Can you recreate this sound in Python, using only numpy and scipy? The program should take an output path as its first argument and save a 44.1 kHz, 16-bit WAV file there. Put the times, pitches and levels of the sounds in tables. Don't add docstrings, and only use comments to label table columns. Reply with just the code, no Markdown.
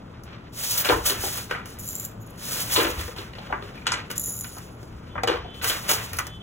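import sys
import numpy as np
from scipy import signal
from scipy.fft import rfft, irfft
from scipy.io import wavfile

SR = 44100
rng = np.random.default_rng(int(sys.argv[2]) if len(sys.argv) > 2 else 0)


def dump(signal):
    limited = np.clip(np.atleast_2d(signal).T, -1, 1)
    pcm = np.round(limited * 32767).astype(np.int16)
    wavfile.write(sys.argv[1], SR, pcm)


N = 283122
HZ = np.maximum(np.arange(N // 2 + 1) * SR / N, 1)
TIME_S = np.arange(0, N + 20, 20) / SR


def amp(db):
    return 10 ** (np.asarray(db) / 20)


def rms_one(x):
    return x / np.sqrt(np.mean(x ** 2) + 1e-20)


def at_hz(points, hz, axis=1):
    points = np.array(points)
    return np.interp(np.log(hz), np.log(points[:, 0]), points[:, axis])


def coloured(x, spectrum):
    return rms_one(irfft(rfft(x) * amp(at_hz(spectrum, HZ)), N))


def band(x, low_hz, high_hz):
    return signal.sosfilt(signal.butter(2, [low_hz, high_hz], "band", fs=SR, output="sos"), x)


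def drift(rate):
    pole = np.exp(-80 * np.pi * rate / SR)
    noise = rng.standard_normal(N // 40 + 2002)
    slow = signal.lfilter([1], [1, -2 * pole, pole * pole], noise)[2000:]
    return np.interp(np.arange(N) / 40, np.arange(len(slow)), rms_one(slow))


def grains(per_s, spread_db, size):
    strength = amp(spread_db * np.minimum(rng.exponential(1, size), 5))
    signed = strength * rng.choice([-1, 1], size)
    return rms_one(signed * (rng.random(size) < per_s / SR) + 1e-9)


def ring(clicks, hz, t60):
    decay = amp(-60 / (t60 * SR))
    turn = 2 * np.pi * min(hz, SR / 2.1) / SR
    return signal.lfilter([0, np.sin(turn)], [1, -2 * decay * np.cos(turn), decay * decay], clicks + 1e-18)


def gliding_ring(clicks, hz, t60):
    turn = np.exp(2j * np.pi * np.cumsum(hz) / SR)
    return np.imag(turn * signal.lfilter([1], [1, -amp(-60 / (t60 * SR))], clicks / turn))


def swell(start, rise, hold, fall):
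    t = TIME_S - start
    return np.clip(t / rise, 0, 1) ** 0.86 * amp(-20 * np.clip((t - rise - hold) / fall, 0, 10))


def per_sample(envelope):
    return np.interp(np.arange(N) / SR, TIME_S, envelope)


def street_rumble():
    # frequency in Hz, relative spectral density in dB.
    rumble_spectrum = [(25, -16), (35, -3), (70, -5), (120, 0), (170, 2.5), (300, -4.5), (620, -10.5),
                       (1450, -15.5), (2500, -57), (4300, -52), (7000, -45), (16000, -61)]
    rumble = coloured(rng.standard_normal(N), rumble_spectrum)
    return amp(-43.5 + 1.0 * drift(1.7)) * rumble


def motor_hum():
    # frequency in Hz, bandwidth in Hz, rms level in dB.
    motor_resonance = (114, 11, -46.5)
    hz, width_hz, db = motor_resonance
    t60 = np.log(1000) / np.pi / width_hz
    return amp(db) * rms_one(ring(rng.standard_normal(N), hz, t60))


def frame():
    # start in seconds, level in dB.
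    booms = [(0.9,-31.5),(1.16,-43),(1.74,-48),(2.7,-43.5),(2.83,-37),(2.96,-38.5),(3.47,-40.5),(3.93,-46),(4.18,-48.5),
             (4.6,-44),(4.82,-42),(5.08,-41),(5.3,-40.5),(5.56,-44),(5.92,-42),(6.08,-43)]
    rise_s, fall_s, steady_shake_db = .07, .22, -53
    level = amp(steady_shake_db) + sum(amp(db) * swell(s, rise_s, 0, fall_s) for s, db in booms)
    shake = band(band(rng.standard_normal(N), 45, 100), 42, 110)
    return per_sample(level) * rms_one(shake)


def threads():
    # frequency in Hz, relative spectral density in dB.
    hiss_spectrum = [(1500, -22), (3000, -4), (4500, -1), (7000, 0), (10000, -2), (13000, -1), (16000, 0)]
    scrape_spectrum = [(200, -13), (500, 11), (1000, 15), (2000, 15.5), (3500, 10), (6000, -1),
                       (12000, -79)]
    # start in seconds, rise in seconds, hold in seconds,
    # base time in seconds to fall 20 dB, thread hiss level in dB, wood scrape level in dB.
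    slides = [(0.255,0.03,0.06,0.15,-66,-48),(0.52,0.16,0.069,0.18,-26.5,-39.5),(0.69,0.05,0.03,0.12,-28,-38),(0.764,0.014,0.035,0.09,-23,-36),
              (0.838,0.013,0.048,0.13,-23.5,-29.5),(1.0,.04,.01,.1,-39,-40),(1.05,0.012,0.05,.06,-23,-33),(1.1,.02,.03,.2,-32,-38),(1.15,0.093,.12,0.14,-26.5,-39),
              (1.49,0.017,0.0086,0.14,-44,-38),(1.647,.015,.04,0.23,-45,-51.5),(1.777,.1,.15,0.17,-43,-52),
              (2.23,0.046,0.047,1,-59,-56),(2.37,0.19,0.063,0.29,-25.5,-39),(2.684,0.04,0.03,0.27,-23,-35),(2.752,.01,.05,.2,-30,-29),
              (2.96,0.045,0.0091,0.13,-32,-40),(3.15,0.028,0.039,0.07,-42.5,-40.5),(3.2,.03,.05,.2,-52,-48),(3.33,0.05,.12,0.25,-55,-48),
              (3.5,.05,.08,.2,-60,-55),(3.6,0.042,0.14,0.6,-55,-48.5),(3.87,0.048,0.053,0.15,-53,-40.5),(4.098,0.006,.015,0.08,-40,-45),
              (4.152,.008,.003,0.05,-36,-55),(4.4,0.12,.1,0.12,-46,-59),(4.62,.05,.1,.3,-60,-60),(4.77,0.056,.03,0.4,-57,-59),
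              (5.03,0.036,0.018,.2,-61,-51.5),(5.26,0.03,0.03,0.17,-48,-37),(5.535,0.015,0.045,0.1,-47.5,-52),
              (5.616,0.026,0.036,0.19,-23.5,-30.5),(5.82,.03,.04,0.2,-40,-39),(5.877,0.025,0.011,0.1158,-21.5,-24.5),
              (5.97,0.045,.04,0.18,-39,-39.5),(6.127,.01,.03,0.18,-38.5,-44.5)]
    rest_hiss_db, rest_scrape_db = -64, -58.5
    scrape_lingers = 1.22
    bright_db, dulling, dull_above_hz = -25, 0.32, 8100
    hiss_power, scrape_power = amp(rest_hiss_db) ** 2, amp(rest_scrape_db) ** 2
    for start, rise, hold, fall, hiss_db, scrape_db in slides:
        hiss_power = hiss_power + (amp(hiss_db) * swell(start, rise, hold, fall)) ** 2
        scrape_swell = swell(start, rise, hold, scrape_lingers * fall)
        scrape_power = scrape_power + (amp(scrape_db) * scrape_swell) ** 2
    hiss_level, scrape_level = np.sqrt(hiss_power), np.sqrt(scrape_power)

    slips = coloured(grains(9000, 1.3, size=N), hiss_spectrum)
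    top = irfft(rfft(slips) / (1 + (dull_above_hz / HZ) ** 4), N)
    brightness = per_sample(np.minimum(hiss_level / amp(bright_db), 1) ** dulling)
    hiss = (slips - (1 - brightness) * top) * per_sample(hiss_level) * amp(2.34 * drift(13.6))
    scrape = coloured(grains(5000, 1.56, size=N), scrape_spectrum)
    return hiss + scrape * per_sample(scrape_level) * amp(2.7 * drift(17.2))


def knocks():
    # time in seconds, thud level in dB, ring frequency in Hz, ring strength in dB,
    # clatter t60 in seconds, low body level in dB, snap level in dB, crack level in dB,
    # gain of the crack's top octave in dB. The four part levels are nominal peaks.
    blows = [(0.236,-48,1170,-32,.25,-47,-58,-40,-6),(0.778,-34,1500,-34,.06,-45,-28,-18,0),(0.847,-26,1600,-26,.4,-42,-20,-24,-5),(0.868,-26,1500,-22,.2,-50,-40,-45,-5),
             (0.889,-16,1260,-32,.1,-18,-13,-28,-7),(0.8965,-10,1350,-32,.1,-10,-34,-33,-3),(0.905,-12,800,-34,.15,-19,-22,-35,-3),
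             (0.919,-11,1100,-34,.2,-19,-37,-32,-5),(0.9245,-10,1040,-25,.09,-22,-34,-35,-3),(0.939,-20,1850,-34,.1,-22,-36,-40,-3),
             (0.961,-20,900,-38,.25,-22,-36,-37,-3),(0.984,-27,1000,-22,.15,-30,-45,-50,-3),
             (1.063,-32,1500,-34,.06,-45,-28,-18,0),(1.096,-23.5,1080,-32,.25,-29,-18,-25,-3),(1.237,-23,800,-24,.25,-24.5,-30,-32,1),
             (1.51,-15.5,1500,-32,.28,-29,-26.5,-31,-7),(1.549,-21,1400,-34,.3,-41,-46,-68,-3),(1.657,-33,1420,-32,.25,-42,-41,-35,-4),
             (2.712,-32,1100,-32,.2,-45,-23,-35,-3),(2.755,-24,2000,-38,.2,-45,-19,-30,-3),
             (2.761,-12,1050,-28,.1,-40,-10,-31,2),(2.766,-20,2500,-32,.12,-40,-14,-34,0),(2.774,-17,1050,-32,.2,-16,-22,-26,-5),(2.787,-20,1300,-34,.2,-15,-18,-40,-3),
             (2.8,-18,1600,-32,.25,-26,-17,-52,-3),(2.815,-19,1500,-36,.2,-20,-26,-45,-3),
             (2.847,-19,1500,-38,.2,-21,-21,-30,-8),(2.867,-21,1400,-38,.2,-22,-26,-36,-3),(2.992,-30,1020,-32,.25,-32,-28,-35,-1),
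             (3.01,-29,2500,-24,.12,-40,-34,-45,-3),(3.079,-30,1400,-38,.15,-30,-45,-52,-3.5),(3.163,-35,974,-32,.25,-38,-35,-40,-3),(3.184,-35,970,-32,.15,-30,-27,-41,-5),
             (3.334,-37.5,1900,-32,.1,-43,-36,-58,-3),(3.352,-36,2200,-32,.12,-45,-35,-56,-3),(3.384,-31,885,-34,.2,-58,-32,-50,-8),(3.502,-23,825,-32,.25,-37,-57,-59.5,-3),
             (3.5255,-13,1180,-38,.22,-27,-48,-47,-5),(3.624,-36,1280,-32,.25,-32.5,-36,-49,-3),(3.699,-42,740,-32,.25,-48,-53,-55,-5),
             (3.754,-42,1800,-32,.1,-50,-46,-48,-3),(3.778,-34,2450,-24,.1,-52,-50,-58,-3),(3.817,-37,2450,-24,.1,-52,-52,-58,-3),
             (3.858,-31.5,1400,-32,.25,-52,-38,-48,-16),(3.868,-14,1460,-33,.25,-50,-14,-17.5,-21),
             (3.919,-16.5,1420,-33,.25,-49,-22,-15,-28),(3.937,-20.5,1590,-33,.25,-36.5,-21.5,-30,-20),(4.103,-25.5,1510,-30,.25,-36,-31,-30,-2),
             (4.113,-36,1500,-32,.06,-45,-31,-24,-3),(4.276,-36.5,1040,-32,.25,-40,-54,-56,-3),(4.443,-30,1500,-36,.18,-48,-33,-30,0),
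             (4.567,-31,900,-38,.15,-39,-45,-38,-3),(4.583,-33,1300,-32,.15,-39,-45,-33,-3),(4.829,-47,1220,-32,.1,-37.5,-49,-45,-14),(5.155,-22,1050,-40,.2,-37,-57,-66,-8),
             (5.179,-17.5,1250,-42,.17,-34,-52,-65,-8),(5.234,-19,1600,-38,.1,-36,-22,-23,-13),(5.235,-14,760,-20,.13,-40,-40,-50,-9),(5.274,-16,1300,-36,.2,-21,-18,-22.5,-13),
             (5.276,-20,2850,-26,.1,-40,-30,-40,-12),(5.284,-15,1100,-36,.25,-20,-19,-32,-12),(5.3,-16,800,-34,.25,-17,-34,-34,-12),(5.318,-19,1200,-36,.25,-28,-34,-40,-12),
             (5.338,-21,1200,-32,.2,-26,-36,-45,-12),(5.36,-26,1100,-32,.25,-30,-48,-60,-8),(5.447,-33,710,-32,.2,-36,-48,-65,-8),
             (5.544,-43,738,-32,.25,-44,-39,-52,-3),(5.614,-27,1510,-32,.25,-45,-30,-48,-3),(5.643,-20,1590,-32,.25,-34,-23,-17,-2),
             (5.698,-21.5,1550,-32,.2,-30,-15,-27,-8),(5.891,-25.5,1350,-32,.2,-30,-18,-21,-11),(5.9145,-18,1510,-32,.2,-23,-17,-12,-7),
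             (6.132,-28,1390,-32,.2,-44,-36,-23,1),(6.168,-50,1440,-32,.15,-42,-39,-24,3),(6.187,-15,1500,-36,.14,-59,-25.5,-22,-9),
             (6.199,-20,1250,-30,.15,-40,-43,-54,-3),(6.268,-31,1280,-36,.1,-45,-50,-27,-6)]
    # frequency in Hz, relative level in dB, t60 in seconds.
    wood_modes = [(333, -14.5, 0.15), (456.7, -4.5, 0.024), (500, 4.5, 0.047), (607, 2, 0.048),
                  (800, -6, 0.059), (895, -7, 0.048), (1059, 3.5, 0.028), (1190, -9, 0.019),
                  (1333, -28, 0.15), (1640, -5, 0.055), (1866, -4, 0.05), (2026, 4, 0.066),
                  (2450, 13, 0.011), (2964, 11, 0.015), (3480, 7.5, 0.0071)]
    wood_varies_db = 4
    ring_t60_s, crack_share = .03, .68
    beam_hz, beam_db, beam_t60_s = (370, 520), -37, .04
    size = 16384
    out = np.zeros(N + size)
    t = np.arange(size) / SR
    click = 1. * (t == 0)
    modes = np.array([rfft(amp(db) * ring(click, hz, t60)) for hz, db, t60 in wood_modes])
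    early = slice(0, round(SR / 100))
    contact = 1 + 1.5 * np.exp(-t / .006)
    for s, thud_db, ring_hz, ring_db, clatter, body_db, snap_db, crack_db, top_db in blows:
        touches = grains(2400, 2.2, size=size) * contact
        touches[0] += 10.5
        strengths = amp(wood_varies_db * rng.standard_normal(len(wood_modes)))
        wood = 1 + 0.0053 * strengths @ modes
        clattering = touches * amp(np.maximum(-60 * t / clatter, -200))
        shaken = irfft(rfft(clattering) * wood, size)

        near_pitch = band(shaken, ring_hz / 1.8, ring_hz * 1.5)
        thud = band(near_pitch, ring_hz / 3.0, ring_hz * 2.2)
        thud = thud + amp(ring_db) * ring(shaken, ring_hz, ring_t60_s)
        beam = amp(beam_db) * ring(shaken, rng.uniform(*beam_hz), beam_t60_s)
        body = band(band(shaken, 260, 750) + beam, 200, 1100)
        snap = band(band(shaken, 2880, 4330), 2120, 5800)
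        brief = touches * amp(np.maximum(-60 * t / (crack_share * clatter), -200))
        crack = band(band(brief, 4300, 8500), 3500, 9500)
        crack = crack + amp(top_db) * band(brief, 8500, 17000)
        for part, db in (thud, thud_db), (body, body_db), (snap, snap_db), (crack, crack_db):
            out[round(s * SR):][:size] += amp(db) * part / (3 * part[early].std())
    return out[:N]


def squeals():
    # start in seconds, hold in seconds, seconds to fall 20 dB, frequency in Hz, level in dB.
    cord_squeals = [(0.772,.035,.03,14700,-25),(1.057,.012,.04,14900,-31),(2.875,.015,.02,14200,-38)]
    width_hz, rise_s = 900, .006
    out = np.zeros(N)
    for start, hold, fall, hz, db in cord_squeals:
        slips = ring(grains(8000, 2.5, size=N), hz, np.log(1000) / np.pi / width_hz)
        out += amp(db) * rms_one(slips) * per_sample(swell(start, rise_s, hold, fall))
    return out


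def jingle():
    # start in seconds, hold in seconds, seconds to fall 20 dB,
    # relative ring level in dB, relative bright rush level in dB, main mode in Hz, its glide in Hz/s,
    # upper mode in Hz.
    runs = [(1.655,.06,.1,-60,-56,6100,-300,11300),(1.785,.07,.05,-46,-41,6900,900,12200),
            (1.86,.19,.06,-41,-44,7150,900,12100),(2.195,.03,.05,-60,-75,6750,0,11800),(2.257,.06,.5,-66,-61,7040,-100,11800),
            (4.165,.19,0.23,-37,-40.5,7050,-160,11200),(6.184,.02,0.01,-44,-43,6400,10,10430)]
    # time in seconds, relative strength in dB.
    clink_hits = [(1.657,-28),(1.672,-30),(1.702,-30),(1.788,-17),(1.794,-16),(1.8003,-14),(1.8457,-19),(1.8525,-16),(1.8773,-11),(1.8882,-8),
                  (1.9305,-15),(1.9536,-10),(1.9626,-11),(1.998,-7),(2.008,-15),(2.0502,-8),(2.0594,-12),
                  (1.869,-18),(1.975,-18),(2.042,-19),(2.265,-34),(2.273,-34),(2.307,-30),
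                  (4.1698,-21),(4.1798,-1),(4.1965,-6),(4.2105,-15),(4.2471,-15),(4.2587,-12),(4.2865,-16),(4.2985,-17),(4.3265,-15),
                  (4.3529,-18),(4.3805,-15),(4.399,-19),(4.4098,-9),(4.4245,-19),(4.438,-14),(4.493,-25),(4.522,-27),(4.549,-25),
                  (6.1873,-4),(6.193,-7)]
    # frequency multiple, relative level in dB,
    # t60 in seconds.
    main_modes = [(.565, -33, 0.023), (0.961, -39, 0.033), (1.0, -17.5, .016), (1.03, -26, 0.019)]
    upper_modes = [(.96, -27.5, 0.011), (1.0, -15, 0.0094), (1.05, -20.5, .005), (1.3, -11, 0.0018)]
    rise_s, chatter_s, chatter_gain = 0.0057, .0025, .08
    out, loud = np.zeros(N), np.zeros(N)
    signs = rng.choice([-1, 1], len(clink_hits))
    loud[[round(s * SR) for s, db in clink_hits]] = amp(np.array(clink_hits)[:, 1]) * signs
    chatter = signal.lfilter([chatter_gain], [1, -np.exp(-1 / (chatter_s * SR))], np.abs(loud))
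    loud = .8 * loud + chatter * grains(6000, 2.0, size=N)
    ends = [row[0] for row in runs[1:]] + [N / SR]
    for (start, hold, fall, ring_db, rush_db, main_hz, glide, upper_hz), end in zip(runs, ends):
        run = slice(round(start * SR), min(N, round((start + hold + 3 * fall) * SR)))
        level = per_sample(swell(start, rise_s, hold, fall)) * amp(3.0 * drift(60))
        touches = (grains(5500, 3.0, size=N) * level)[run]
        t = np.arange(len(touches)) / SR
        clinks = loud[run] * (start + t < end)
        out[run] += band(amp(rush_db) * touches + 0.6 * clinks, 5500, 18000)
        wander = 1 + .015 * drift(12)[run]
        strikes = amp(ring_db) * touches + clinks
        for pitch, modes in (main_hz + glide * t, main_modes), (upper_hz + 0 * t, upper_modes):
            for multiple, db, t60 in modes:
                strength = amp(db + 3 * rng.standard_normal(len(pitch)))
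                out[run] += gliding_ring(strikes * strength, multiple * pitch * wander, t60)
    return band(out, 4600, 20000)


def horn():
    # start in seconds, hold in seconds, level in dB.
    horn_blasts = [(5.093,0.06,-55.5),(5.33,.1,-52),(5.46,0.11,-47),(6.235,0.11,-49),(6.398,.02,-40.5)]
    # multiple of the fundamental, relative level in dB.
    orders = [(7, -14), (8, 0), (9, -1), (10, -16)]
    fundamental_hz, rise_s, fall_s = 382, .03, 0.033
    blasts = sum(amp(db) * swell(s, rise_s, hold, fall_s) for s, hold, db in horn_blasts)
    turns = np.cumsum(fundamental_hz * (1 + .0015 * drift(15))) / SR
    tone = sum(amp(db + 2.2 * drift(11)) * np.sin(2 * np.pi * k * turns) for k, db in orders)
    return per_sample(blasts) * tone


def echoes(t60, cut_hz):
    tail = rng.standard_normal(N) * amp(np.maximum(-60 * np.arange(N) / SR / t60, -200))
    return rfft(tail / np.sqrt(np.sum(tail ** 2))) / (1 + 1j * HZ / cut_hz)


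def workshop():
    room_t60_s, room_db, wall_cut_hz = 0.29, -2, 1150
    loom = rfft(threads() + knocks() + squeals() + jingle())
    outside = street_rumble() + motor_hum() + horn()
    return loom * (1 + amp(room_db) * echoes(room_t60_s, wall_cut_hz)) + rfft(frame() + outside)


def scene():
    # frequency in Hz, likeness from 0 to 1, left minus right level in dB.
    channel_likeness = [(60, .999, .7), (125, .993, 2), (250, .97, 3.3), (450, .82, 3.3), (900, .1, 1.3),
                        (1500, .55, .2), (2600, .3, .2), (3600, .75, .2), (4600, .95, .1), (16000, .97, 0)]
    shared, unlike = workshop(), workshop()
    alike, balance_db = at_hz(channel_likeness, HZ), at_hz(channel_likeness, HZ, axis=2)
    mid = np.sqrt((1 + alike) / 2) * shared
    side = np.sqrt((1 - alike) / 2) * unlike
    return irfft([(mid + side) * amp(balance_db / 2), (mid - side) * amp(-balance_db / 2)], N)


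def record(dry):
    # frequency in Hz, phase in radians.
    right_phase = [(0, 0), (250, .15), (600, 1.2), (950, 2.5), (1300, 0), (2100, -.9), (3000, -.9),
                   (4650, -3.14), (8850, -9.42), (13150, -15.7), (17000, -21.4)]
    cutoff_hz = 16150
    hz, radians = np.transpose(right_phase)
    right = irfft(rfft(dry[1]) * np.exp(1j * np.interp(HZ, hz, radians)), N)
    return signal.sosfilt(signal.cheby2(20, 60, cutoff_hz, fs=SR, output="sos"), [dry[0], right])


dry = scene()
out = record(dry)
dump(out)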